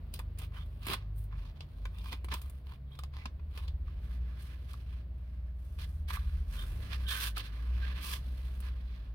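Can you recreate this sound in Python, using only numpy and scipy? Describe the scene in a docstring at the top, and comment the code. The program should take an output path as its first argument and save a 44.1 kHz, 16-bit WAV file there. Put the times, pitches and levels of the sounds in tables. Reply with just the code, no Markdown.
"""A gloved hand rubs and prods rusty metal under a car: filtered bursts of random catches scrape and crack.
Knocks, booms and ringing modes add hollow taps, thuds, snaps and zings to the contact.
From about four seconds a jacket sleeve swishes close by, in dense noisy grains, as prods and taps go on.
Behind are two engines gliding in speed, as harmonic tones, a deep hum, faint machine tones and noisy air."""
import sys
import numpy as np
from scipy import signal
from scipy.fft import rfft, irfft
from scipy.io import wavfile
from scipy.ndimage import uniform_filter1d

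SR = 44100
rng = np.random.default_rng(int(sys.argv[2]) if len(sys.argv) > 2 else 0)


def inscribe(sig):
    """Save sig as 16-bit PCM at rate SR to the path in sys.argv[1].

    A 1-D sig is mono; a 2-D sig holds one channel per row.
    Samples are clipped to [-1, 1] before scaling.
    """
    pcm = np.round(np.clip(np.atleast_2d(sig).T, -1, 1) * 32767)
    wavfile.write(sys.argv[1], SR, pcm.astype(np.int16))


N = 403074
T = np.arange(N) / SR


def undb(db):
    """Decibels to gain."""
    return 10 ** (np.asarray(db) / 20)


def unit(x):
    """Scale to rms 1."""
    return x / np.sqrt(np.mean(x ** 2) + 1e-20)


def decay(t, t60):
    """Exponential fade that falls 60 dB in t60 seconds."""
    return np.exp(-np.log(1000) * t / t60)


def controls(rows):
    """The columns of a curve table, interpolated at every sample."""
    s, *columns = np.transpose(rows)
    return [np.interp(T, s, column) for column in columns]


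def band(x, lo_hz, hi_hz, order=2):
    """Butterworth band-pass."""
    sos = signal.butter(order, [lo_hz, min(hi_hz, SR / 2 - 1)], "band", fs=SR, output="sos")
    return signal.sosfilt(sos, x + 1e-18)


def colour(x, spectrum):
    """Minimum-phase filter with the given (f/Hz, gain/dB) shape."""
    size = 2048
    hz, db = np.transpose(spectrum)
    f = np.maximum(np.arange(size // 2 + 1) * SR / size, 1)
    gain = undb(np.interp(np.log(f), np.log(hz), db))
    # folding the cepstrum puts the filter's energy as early as it can go
    cepstrum = irfft(np.log(gain))
    cepstrum[1:size // 2] *= 2
    cepstrum[size // 2 + 1:] = 0
    response = irfft(np.exp(rfft(cepstrum)))
    return np.apply_along_axis(signal.oaconvolve, -1, x, response)[..., :N]


def walk(rate):
    """Smooth random wander of rms 1, with a new target `rate` times a second."""
    k = int(SR / rate)
    steps = np.repeat(rng.standard_normal(N // k + 1), k)
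    return unit(uniform_filter1d(steps, k)[:N])


def place(x, pan_db):
    """Lean a sound to the left (positive) or right (negative)."""
    left = undb(pan_db)
    return x * np.array([[left], [1]]) * 2 / (1 + left)


def registers(x):
    """Boom, scrape, rasp and hiss of a stereo contact sound, each with its centre at rms 1."""
    edges = [(150, 760), (800, 2500), (2500, 7000), (7000, 17000)]
    filters = [signal.butter(3, edge, "band", fs=SR, output="sos") for edge in edges]
    parts = [signal.sosfiltfilt(sos, x) for sos in filters]
    return [part / part.mean(axis=0).std() for part in parts]


def blend(scrape, rasp, rasp_db):
    """A sharper contact moves energy from the scrape into the rasp."""
    share = np.clip(undb(rasp_db), .05, .96)
    return np.sqrt(1 - share ** 2) * scrape + share * rasp


def catches(per_s, spread_db):
    """Tiny catches of a rough surface at random moments, with random strength and polarity."""
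    hit = rng.random(N) < per_s / SR
    strength = undb(spread_db * np.minimum(rng.exponential(size=N), 4))
    return hit * rng.standard_normal(N) * strength


def grains(per_s, spread_db, own_db):
    """Catches reach both ears; their scatter off nearby surfaces is separate noise at each ear."""
    shared = catches(per_s, spread_db)
    burst = np.sqrt(np.abs(signal.lfilter([.02], [1, -.98], shared ** 2)))  # fast rise, short tail
    return shared + undb(own_db) * burst * rng.standard_normal((2, N))


def shifting(x, depth_db):
    """As the contact point moves, different resonances come and go: six bands wander in level."""
    edges = np.geomspace(800, 6400, 7)
    return x + sum((undb(depth_db * walk(9)) - 1) * band(x, lo, hi, order=1)
                   for lo, hi in zip(edges, edges[1:]))


# resonances of the gap under the floor pan: f/Hz, width/Hz, level/dB
GAP_RESONANCES = [(1093, 135, -1.5), (1670, 130, -7.5), (2590, 53, -12), (3400, 87, -13), (3420, 330, -13),
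                  (9020, 640, -0.5)]


def cavity(x):
    """The narrow space under the car favours a few bands."""
    return x + sum(undb(db) * band(x, hz - width / 2, hz + width / 2, order=1)
                   for hz, width, db in GAP_RESONANCES)


def swell(start, length, growth_db, db):
    """Power of one movement: it sets in, grows or wanes evenly in dB while it lasts, and dies away."""
    # each flank spans 30 dB in its own time plus an edge that softens long swells
    attack_s, release_s, edge = 0.008, 0.02, 0.48 * length
    before = np.maximum(start - T, 0) / (attack_s + edge)
    after = np.maximum(T - start - length, 0) / (release_s + edge)
    outside = before + after
    drop_db = 20 * np.minimum(outside * (1 + outside / 2), 10)
    progress = np.clip((T - start) / length, 0, 1)
    return undb(db + growth_db * (progress - .5) - drop_db) ** 2


def strokes(rows):
    """Overlapping strokes add in power: their level, and the rasp and hiss against it, in dB."""
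    power = np.zeros((3, N))
    for start, length, growth_db, db, rasp_db, hiss_db in rows:
        power += np.outer(undb([0, rasp_db, hiss_db]) ** 2, swell(start, length, growth_db, db))
    total, rasp, hiss = 10 * np.log10(power)
    return total, rasp - total, hiss - total


# tone of the room air: f/Hz, gain/dB
AIR_SPECTRUM = [(59, -19.5), (100, -12), (249, -24.5), (328, -30), (513, -34), (634, -33), (801, -40.5),
                (1150, -40.5), (1280, -43.5), (2220, -47.5), (4470, -54), (6420, -71), (16000, -58.5)]
# how the room air rises and falls, before trim: t/s, level/dB
AIR_LEVEL = [(0, -62.5), (1.2, -65), (2.2, -64.5), (2.8, -67), (4.2, -64), (5.5, -67.5), (6.4, -64.5),
             (6.8, -58.5), (7.3, -64.5), (7.8, -60.5), (9.14, -65.5)]


def air(rumble_db=-55, side_db=-14, air_db=-0.5):
    """Room air: a rumble common to both ears under a faint diffuse hiss, both of filtered noise."""
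    db, = controls(AIR_LEVEL)
    mid, side = (colour(rng.standard_normal(N), AIR_SPECTRUM) for _ in range(2))
    side = undb(side_db) * side + 0.68 * band(side, 630, 17000, order=1)
    hiss = (mid + np.array([side, -side])) / band(mid, 220, 700).std()
    rumble = unit(band(rng.standard_normal(N), 33.5, 102.0, order=3))
    return undb(db + air_db) * hiss + undb(rumble_db) * rumble


# faint machine tones that come and go: start t/s, length t/s, f/Hz, level/dB
MACHINE_TONES = [(0, 1.65, 141.1, -61.5), (2.8, 0.15, 136.2, -53.5), (2.898, 2.8, 113.5, -61),
                 (3.899, 2.03, 142.3, -63.5), (3.6, 1.49, 353, -77), (4.9, 0.9, 631, -79),
                 (6.003, 8.8, 172.1, -66), (6.702, 1, 99.7, -53.5)]


def tones(drift=.004, waver_db=2, fade_s=0.25):
    """Machine tones as sines that waver in pitch and level, with fades outside their listed spans."""
    out = np.zeros(N)
    for start, length, hz, db in MACHINE_TONES:
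        fade = np.clip(np.minimum(T - start, start + length - T) / fade_s + 1, 0, 1)
        level = undb(db + waver_db * walk(3))
        phase = 2 * np.pi * np.cumsum(hz * (1 + drift * walk(4))) / SR
        out += fade * level * np.sin(phase)
    return np.sqrt(2) * out


# swells of the deep hum: start t/s, length t/s, growth/dB, level/dB
HUM_SWELLS = [(1.4, 0.46, 0, -42), (3.74, 0.33, -1, -44), (6.196, 0.5, 4, -39), (7.7, 1.37, 0, -46.5)]


def hum(centre_hz=46.8, drift=0.012):
    """A deep, nearly pure sine drifts slightly in pitch and swells now and then."""
    phase = 2 * np.pi * np.cumsum(centre_hz * (1 + drift * walk(1.89))) / SR
    return np.sqrt(2 * sum(swell(*row) for row in HUM_SWELLS)) * np.sin(phase)


# standing waves of the garage that lift the engines' overtones: f/Hz, width/Hz, level/dB
GARAGE_WAVES = [(101.46, 1.76, 21), (138.6, 2.6, 7), (163.5, 19.3, 6)]
# an engine that picks up from idle, holds its speed and fades: t/s, firing f/Hz, level/dB
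STEADY_ENGINE = [(0, 50.47, -43.5), (1.15, 51.21, -42.5), (1.68, 47.37, -45), (2.2, 61.66, -37.5),
                 (2.7, 63.9, -43), (3.1, 62.23, -52), (3.85, 60.27, -40.5), (5.7, 59.92, -43.5),
                 (6.35, 60.45, -39.5), (6.75, 59.96, -48), (7.1, 59.3, -68), (9.14, 58.45, -66)]
# an engine that runs fast, drops and pulls again: t/s, firing f/Hz, level/dB
FAST_ENGINE = [(0, 76.85, -46.5), (1.3, 72.84, -49), (2, 83.1, -48.5), (2.85, 67.4, -47),
               (3.6, 76.8, -39.5), (4.3, 78.1, -48.5), (5.85, 77.8, -45.5), (6.25, 74.97, -37.5),
               (6.6, 72.27, -42), (7.05, 61.36, -35), (7.42, 51.5, -39.5), (7.7, 61.05, -32.5),
               (8, 63.4, -39), (8.7, 62.95, -36), (9.14, 56.6, -42)]


def engine(rows, half_db, second_db, third_db, waver_db, sway_db):
    """Walls pass the firing tone, uneven cylinders' half tone and overtones; standing waves lift these."""
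    hz, db = controls(rows)
    phase = 2 * np.pi * np.cumsum(hz) / SR
    half = undb(half_db) * band(np.sin(phase / 2), 33.4, 57, order=6)
    second = undb(second_db + 2 * walk(3.1)) * np.sin(2 * phase)
    third = undb(third_db + 2 * walk(4.1)) * np.sin(3 * phase)
    overtones = second + third
    standing = sum(undb(lift) * band(overtones, f - width / 2, f + width / 2, order=1)
                   for f, width, lift in GARAGE_WAVES)
    level = undb(db + waver_db * walk(12) + sway_db * walk(2.99))
    return np.sqrt(2) * level * (np.sin(phase) + half + overtones + standing)


# tone of the jacket cloth: f/Hz, gain/dB
CLOTH_SPECTRUM = [(200, -7), (400, -9.5), (750, -10), (1000, 0.5), (1350, 2.5), (1700, 5), (2100, 3),
                  (3300, 1.5), (4600, -2), (5600, -10.5), (7200, -27.5), (9000, -28), (12000, -24.5),
                  (16000, -28)]
# sleeve strokes, before trim:
# start t/s, length t/s, growth/dB, level/dB, rasp relative level/dB, hiss relative level/dB
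SLEEVE_STROKES = [(3.87, 0.12, -1, -71.5, -4.5, -15), (4.03, 0.13, 2, -68, -5.5, -9),
                  (4.21, 0.18, 3, -69, -5.5, -14), (4.405, 0.07, -1, -63.5, -3, -4.5),
                  (4.49, 0.086, -4, -66.5, -4.5, -11), (4.62, 0.19, 2.5, -70.5, -3, -7),
                  (4.87, .13, -1, -71.5, -4, -10.5), (4.693, 0.018, 2, -61.5, -4.5, -6),
                  (5.19, 0.31, -4.5, -76.5, -8.5, -11), (5.62, 0.33, 4.5, -77, -3.5, 0.5),
                  (5.798, 0.042, -1, -55.5, -1.5, -7.5), (6.089, 0.018, 6, -47.5, -4, -8.5),
                  (6.135, 0.025, -2, -48, -5, -5), (6.18, .22, -5, -64, -4, -8),
                  (6.56, 0.26, -9.5, -60, -5.5, -4), (6.84, 0.21, -2, -60, -4, -10),
                  (6.915, 0.031, 1, -52, -3, -14.5), (7.088, 0.028, 2, -44.5, -0.5, -3),
                  (7.122, 0.061, -3, -44, -2.5, -4), (7.205, 0.069, -0.5, -43.5, -1.5, -2),
                  (7.37, 0.037, -3, -46.5, -2, -11.5), (7.435, 0.035, -1, -54, -2.5, -10.5),
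                  (7.48, 0.29, -0.5, -63, -6, -14), (7.74, 0.072, 1, -60.5, -5.5, -15),
                  (7.83, 0.092, 0.5, -54.5, -5, -16.5), (7.96, .07, 1, -55, -3.5, -14),
                  (8.04, 0.098, 5, -48.5, -1, -1), (8.22, 0.34, 1.5, -65.5, -3, -6.5),
                  (8.63, 0.062, -0.5, -60, -4.5, -13), (8.74, 0.31, 1.5, -68, -4, -14.5)]


def sleeve(flap_db=-20, gain_db=-1):
    """Fine threads slide over each other at the right, gripping and slipping: a dense, gritty swish."""
    db, rasp_db, hiss_db = strokes(SLEEVE_STROKES)
    slips = undb(1.5 * walk(140) + 1.0 * walk(22))
    threads = grains(per_s=8300, spread_db=0.0, own_db=14.0) * slips
    swish = shifting(cavity(colour(threads, CLOTH_SPECTRUM)), depth_db=1.5)
    flap, scrape, rasp, hiss = registers(swish)
    body = place(blend(scrape, rasp, rasp_db), pan_db=-7.0)
    sound = body + undb(hiss_db) * hiss + undb(flap_db) * flap
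    return sound * undb(db + gain_db)


# the hand's weight thuds into the panel, before trim: t/s, level/dB
HAND_THUDS = [(0.867, -39), (.895, -32), (0.907, -41), (0.920, -41), (0.935, -45), (0.947, -40.5),
              (2.133, -42), (2.244, -46), (2.342, -39.5), (3.257, -44)]


def thuds(t60=0.048, gain_db=-1.5):
    """A push of the whole finger flexes the panel, which booms for a moment as low band noise."""
    out, t = np.zeros(N + SR), T[:SR // 6]
    for s, db in HAND_THUDS:
        i = int(s * SR)
        boom = unit(band(rng.standard_normal(len(t)), 140, 310))
        out[i:i + len(t)] += undb(db + gain_db) * boom * decay(t, t60)
    return out[:N]


# blunt, hollow taps, before trim: t/s, level/dB, tuning of the panel at that spot [ratio]
PANEL_TAPS = [(0.198, -38.5, 0.98), (0.867, -42, .97), (0.939, -34, 1), (1.327, -47.5, 0.98),
              (1.854, -54, 0.95), (2.058, -43, 0.98), (2.284, -45, 1.07), (2.340, -33.5, 0.96),
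              (2.991, -45, 1.12), (3.037, -47, 1.05), (3.254, -44, 0.93), (3.88, -52, 1.1),
              (4.740, -45.5, 1.1), (6.105, -32, 1.0), (6.171, -35.5, 1.1), (7.372, -34.5, 1.24)]
# panel modes that the taps ring: f/Hz, level/dB, decay t60/s
PANEL_MODES = [(974, -25, .04), (1045, 6, 0.03), (1160, -4, 0.038), (1440, -27, 0.026), (1740, -28, 0.033),
               (3460, -4.5, 0.029)]


def taps(knock_db=-5, knock_t60=0.032, gain_db=-8):
    """Blunt contacts give a short knock and a damped, hollow ring that differs from spot to spot."""
    out, t = np.zeros(N + SR), T[:SR // 4]
    for s, tap_db, tuning in PANEL_TAPS:
        i = int(s * SR)
        detune = tuning * (1 + 0.011 * rng.standard_normal(len(PANEL_MODES)))
        ring = sum(undb(db) * np.sin(2 * np.pi * hz * d * t) * decay(t, t60)
                   for (hz, db, t60), d in zip(PANEL_MODES, detune))
        knock = unit(band(rng.standard_normal(len(t)), 1160, 1650)) * decay(t, knock_t60)
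        out[i:i + len(t)] += undb(tap_db + gain_db) * (ring + undb(knock_db) * knock)
    return place(band(out[:N], 830, 5000, order=4), pan_db=-8.5)


# springing rust edges: t/s, level/dB, bright modes against the low ones level/dB
EDGE_SNAPS = [(1.464, -53, 8), (1.607, -39, 12), (1.854, -39, -3), (2.058, -44, 0), (2.130, -35, 4),
              (2.341, -31.5, 2), (2.990, -39.5, -1), (3.036, -39.5, -1), (3.257, -33, -4), (4.735, -48, 5)]
# modes of the rusted edge: f/Hz, level/dB
EDGE_MODES = [(860, -7), (1060, 0), (1240, -4), (1710, -9), (2170, -7), (2580, -2), (3270, -3), (3590, -2),
              (4025, -7), (4720, -6)]


def snaps(t60=0.049, tick_db=2, tick_s=0.00048):
    """A stiff edge's sudden release gives a bare tick; it rings on, a little differently each time."""
    out, t = np.zeros((2, N + SR)), T[:SR // 6]
    hz, db = np.transpose(EDGE_MODES)
    bright = hz > 2000
    for s, snap_db, bright_db in EDGE_SNAPS:
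        i = int(s * SR)
        tuned = hz * (1 + .012 * rng.standard_normal(len(hz)))
        modes = np.sin(2 * np.pi * np.outer(tuned, t)) * decay(t, t60)
        ring = undb(db + bright_db * bright + 2 * rng.standard_normal((2, len(hz)))) @ modes
        tick = band(rng.standard_normal((2, len(t))) * np.exp(-t / tick_s), 700, 5200)
        sound = ring / np.abs(ring).max() + undb(tick_db) * tick / np.abs(tick).max()
        out[:, i:i + len(t)] += undb(snap_db) * sound
    return place(out[:, :N], pan_db=-3.5)


# moments when the rubbing catches one resonance, before trim:
# start t/s, length t/s, growth/dB, level/dB, f/Hz
RUBBING_ZINGS = [(0.57, 0.052, -1, -63, 3290), (1.97, 0.18, 5, -67, 2600), (1.96, 0.16, 4, -67.5, 3450),
                 (2.9, 0.13, 2, -71, 3500), (3.19, 0.04, 0, -64, 2150), (6.565, .065, 0, -54.5, 3340),
                 (7.083, 0.058, -2, -45.5, 3400), (7.114, 0.17, -9, -52.5, 1676),
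                 (7.82, 0.11, -1, -61, 1720), (8.054, 0.096, 2, -58.5, 1125)]


def zings(width=0.17, gain_db=2.0):
    """Fine catches ring a small cluster of resonances in broken bursts for part of a stroke."""
    out, grit = np.zeros((2, N)), grains(per_s=900, spread_db=2, own_db=0)
    flickers = [undb(4 * walk(45)) for _ in range(3)]
    for start, length, growth_db, db, hz in RUBBING_ZINGS:
        # the span leaves room for the swell's flanks
        span = slice(max(int((start - .2) * SR), 0), int((start + length + .4) * SR))
        edges = hz * (1 + width * np.linspace(-.5, .5, len(flickers) + 1))
        ring = sum(band(grit[:, span] * flicker[span], lo, hi)
                   for flicker, lo, hi in zip(flickers, edges, edges[1:]))
        out[:, span] += unit(ring) * np.sqrt(swell(start, length, growth_db, db)[span])
    return place(out, pan_db=-6.5) * undb(gain_db)


# tone of the crumbling flakes: f/Hz, gain/dB
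FLAKE_SPECTRUM = [(150, -2.5), (450, -1.5), (780, -6.5), (1050, -4), (1500, -8.5), (2500, -1), (3500, -4),
                  (4800, -4), (6000, -17), (7200, -18.5), (9000, -19), (16000, -17.5)]
# fingertip prods, snapping flakes and small clicks, before trim:
# t/s, level/dB, rasp relative level/dB, hiss relative level/dB
FINGER_PRODS = [(0.139, -38, -1.5, 0.5), (0.191, -36.5, -14, -7), (0.386, -48, -6, 5),
                (0.831, -48.5, -7, -14), (0.854, -43, -11, -14), (0.867, -32.5, -15, -3),
                (0.892, -35, -11, -8), (0.900, -34, -12, -13), (0.914, -35, -19, -12),
                (0.932, -27, -10.5, -7.5), (0.94, -31.5, -11, -25), (1.606, -41, -7, -32),
                (1.855, -36.5, -20, -22), (1.984, -52, -6, -4), (2.014, -51, -7, -20),
                (2.057, -51, -11, -20), (2.127, -32, -13, -14), (2.244, -41, -13, -7),
                (2.285, -40.5, -14, -17), (2.324, -31.5, -18, -18), (2.338, -32, -6, -4.5),
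                (2.376, -53, -8, -2), (2.416, -48.5, -4, 3), (2.497, -51.5, -12, 2.5),
                (2.952, -52, -10, -14), (2.989, -45.5, -5.5, -5), (3.035, -43.5, -9, -9),
                (3.137, -46, -17, -22), (3.22, -47, -18, -26), (3.256, -35, -9.5, -21),
                (3.395, -53, -18.5, -33), (3.575, -37, -11, -12), (3.679, -42, -7, -17),
                (4.126, -51, -13, -20), (4.423, -57, -6, 5), (4.732, -46, -8.5, -5.5),
                (5.788, -45.5, -10, -9), (6.085, -40, -9.5, -6.5), (6.192, -48, -7, -14),
                (6.624, -42, -17, -16), (7.367, -32.5, -14, -9.5), (7.378, -33.5, -5, -6),
                (7.406, -41, -6, -20), (8.603, -46.5, -12, 0)]


def prods(t60=0.036, crack_s=0.00041, boom_db=-13, crest_db=7, hiss_trim_db=3.0, cushion_s=0.00066):
    """Each prod is a crack, cushioned by the fabric, followed by a quickly fading crumble of grains."""
    out, t = np.zeros((2, N + SR)), T[:SR // 6]
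    flakes = colour(grains(per_s=16000, spread_db=4.0, own_db=9.0), FLAKE_SPECTRUM)
    layers = np.array(registers(cavity(flakes)))
    fade = decay(t, t60) + np.exp(-t / crack_s)
    fade *= 1 - np.exp(-t / cushion_s)  # the fabric softens the onset
    for s, db, rasp_db, hiss_db in FINGER_PRODS:
        i = int(s * SR)
        boom, scrape, rasp, hiss = layers[:, :, i:i + len(t)]
        crumble = undb(boom_db) * boom + blend(scrape, rasp, rasp_db + crest_db)
        crumble += undb(hiss_db + hiss_trim_db) * hiss
        out[:, i:i + len(t)] += crumble * fade * undb(db - crest_db)
    return out[:, :N]


# tone of the rusty sheet: f/Hz, gain/dB
RUST_SPECTRUM = [(150, 4.5), (290, -4.5), (400, -8.5), (780, -14), (1030, -13), (1500, -18), (2100, -15),
                 (2700, -14.5), (3600, -14), (4800, -18), (6000, -28), (7200, -30.5), (9000, -24),
                 (16000, -20.5)]
# glove strokes on the rust, before trim:
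# start t/s, length t/s, growth/dB, level/dB, rasp relative level/dB, hiss relative level/dB
GLOVE_STROKES = [(.146, 0.035, -11, -59.5, 1, -5), (.399, 0.048, -6.5, -52.5, -2.5, -8.5),
                 (.54, 0.04, 0.5, -56, -7, -16), (.585, .042, -1, -63, -3, -14),
                 (.66, 0.2, -4, -76.5, -1, -2.5), (0.825, 0.057, 8, -55.5, -2, -8),
                 (0.875, 0.053, 6.5, -45.5, -2.5, -5), (0.96, 0.099, -12, -66, -6.5, -25.5),
                 (1.17, 0.069, -2, -78, -1.5, 12), (1.32, .04, -3, -67, -12, -24),
                 (1.375, 0.06, -1, -65.5, -4, -13), (1.455, 0.049, -4, -66, -2.5, -15),
                 (1.563, .025, -6, -67, -3, -18), (1.61, 0.033, -9, -63.5, -2, -19),
                 (1.69, 0.18, 4, -71.5, -2, -10), (1.96, 0.16, 8.5, -62.5, -4, -7),
                 (2.123, 0.021, -8, -49.5, -2.5, -12.5), (2.32, 0.035, -9, -50.5, -2.5, -15),
                 (2.36, 0.22, -13, -69, -2.5, -3.5), (2.67, 0.069, 2.5, -66.5, -3.5, -9.5),
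                 (2.92, 0.12, -7, -71.5, -10, -11), (3.14, 0.037, -1, -61.5, -4, -16),
                 (3.195, 0.048, -5, -61.5, -4, -17), (3.515, 0.062, 12, -60.5, -4, -10.5),
                 (3.59, 0.097, -7, -62.5, -4, -11.5)]


def glove(boom_db=-11, firm_db=-51, snag_db=15, gain_db=-1.0):
    """Knit fabric slips unevenly and snags on rust grains; firmer pressure makes the panel boom more."""
    db, rasp_db, hiss_db = strokes(GLOVE_STROKES)
    grit = grains(per_s=6000, spread_db=-2.0, own_db=13.0) * undb(2.3 * walk(190))
    grit += undb(snag_db) * catches(per_s=190, spread_db=3)
    rubbing = shifting(cavity(colour(grit, RUST_SPECTRUM)), depth_db=2.2)
    boom, scrape, rasp, hiss = registers(rubbing)
    pressure_db = np.clip(db - firm_db, -8, 7)
    body = place(blend(scrape, rasp, rasp_db), pan_db=-4.0)
    sound = body + undb(hiss_db) * hiss + undb(boom_db + pressure_db) * boom
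    return sound * undb(db + gain_db)


def ports(x, alike_hz=1700, spread=0.48, lag_s=0.00019):
    """Close low sound is much alike at both microphones; all sound reaches the right a little later."""
    mid, side = (x[0] + x[1]) / 2, (x[0] - x[1]) / 2
    lowpass = signal.butter(2, alike_hz, fs=SR, output="sos")
    low_mid, low_side = signal.sosfiltfilt(lowpass, mid), signal.sosfiltfilt(lowpass, side)
    mid = mid + (np.sqrt(2 - spread ** 2) - 1) * low_mid
    side = side - (1 - spread) * low_side
    return np.array([mid + side, np.roll(mid - side, round(lag_s * SR))])


def underbody(x, room_t60=0.18, room_db=-18, near_t60=0.089, near_db=-9):
    """The floor pan scatters sound at once; the garage adds a short, dull tail, different at each ear."""
    t = T[:SR // 2]
    near = rng.standard_normal((2, len(t))) * decay(t, near_t60)
    tail = band(rng.standard_normal((2, len(t))), 180, 8300, order=1) * decay(t, room_t60)
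    response = (undb(near_db) * unit(near) + undb(room_db) * unit(tail)) / np.sqrt(len(t))
    return x + signal.oaconvolve(x, response, axes=1)[:, :N]


def scene():
    """Hand and sleeve close by, engines, hum, machine tones and air behind."""
    background = air() + tones() + hum()
    background += engine(STEADY_ENGINE, half_db=-27.0, second_db=-26.5, third_db=-31,
                         waver_db=1.95, sway_db=1.24)
    background += engine(FAST_ENGINE, half_db=-9.0, second_db=-27, third_db=-38,
                         waver_db=2.0, sway_db=1.24)
    contact = sleeve() + thuds() + taps() + snaps() + zings() + prods() + glove()
    return background + underbody(ports(contact))


def record(dry):
    """The recorder cuts the deepest bass (below 32 Hz) and the top (above 15.9 kHz)."""
    dry = signal.sosfilt(signal.butter(8, 32, "high", fs=SR, output="sos"), dry)
    return signal.sosfilt(signal.ellip(10, .2, 70, 15900, fs=SR, output="sos"), dry)


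dry = scene()
out = record(dry)
inscribe(out)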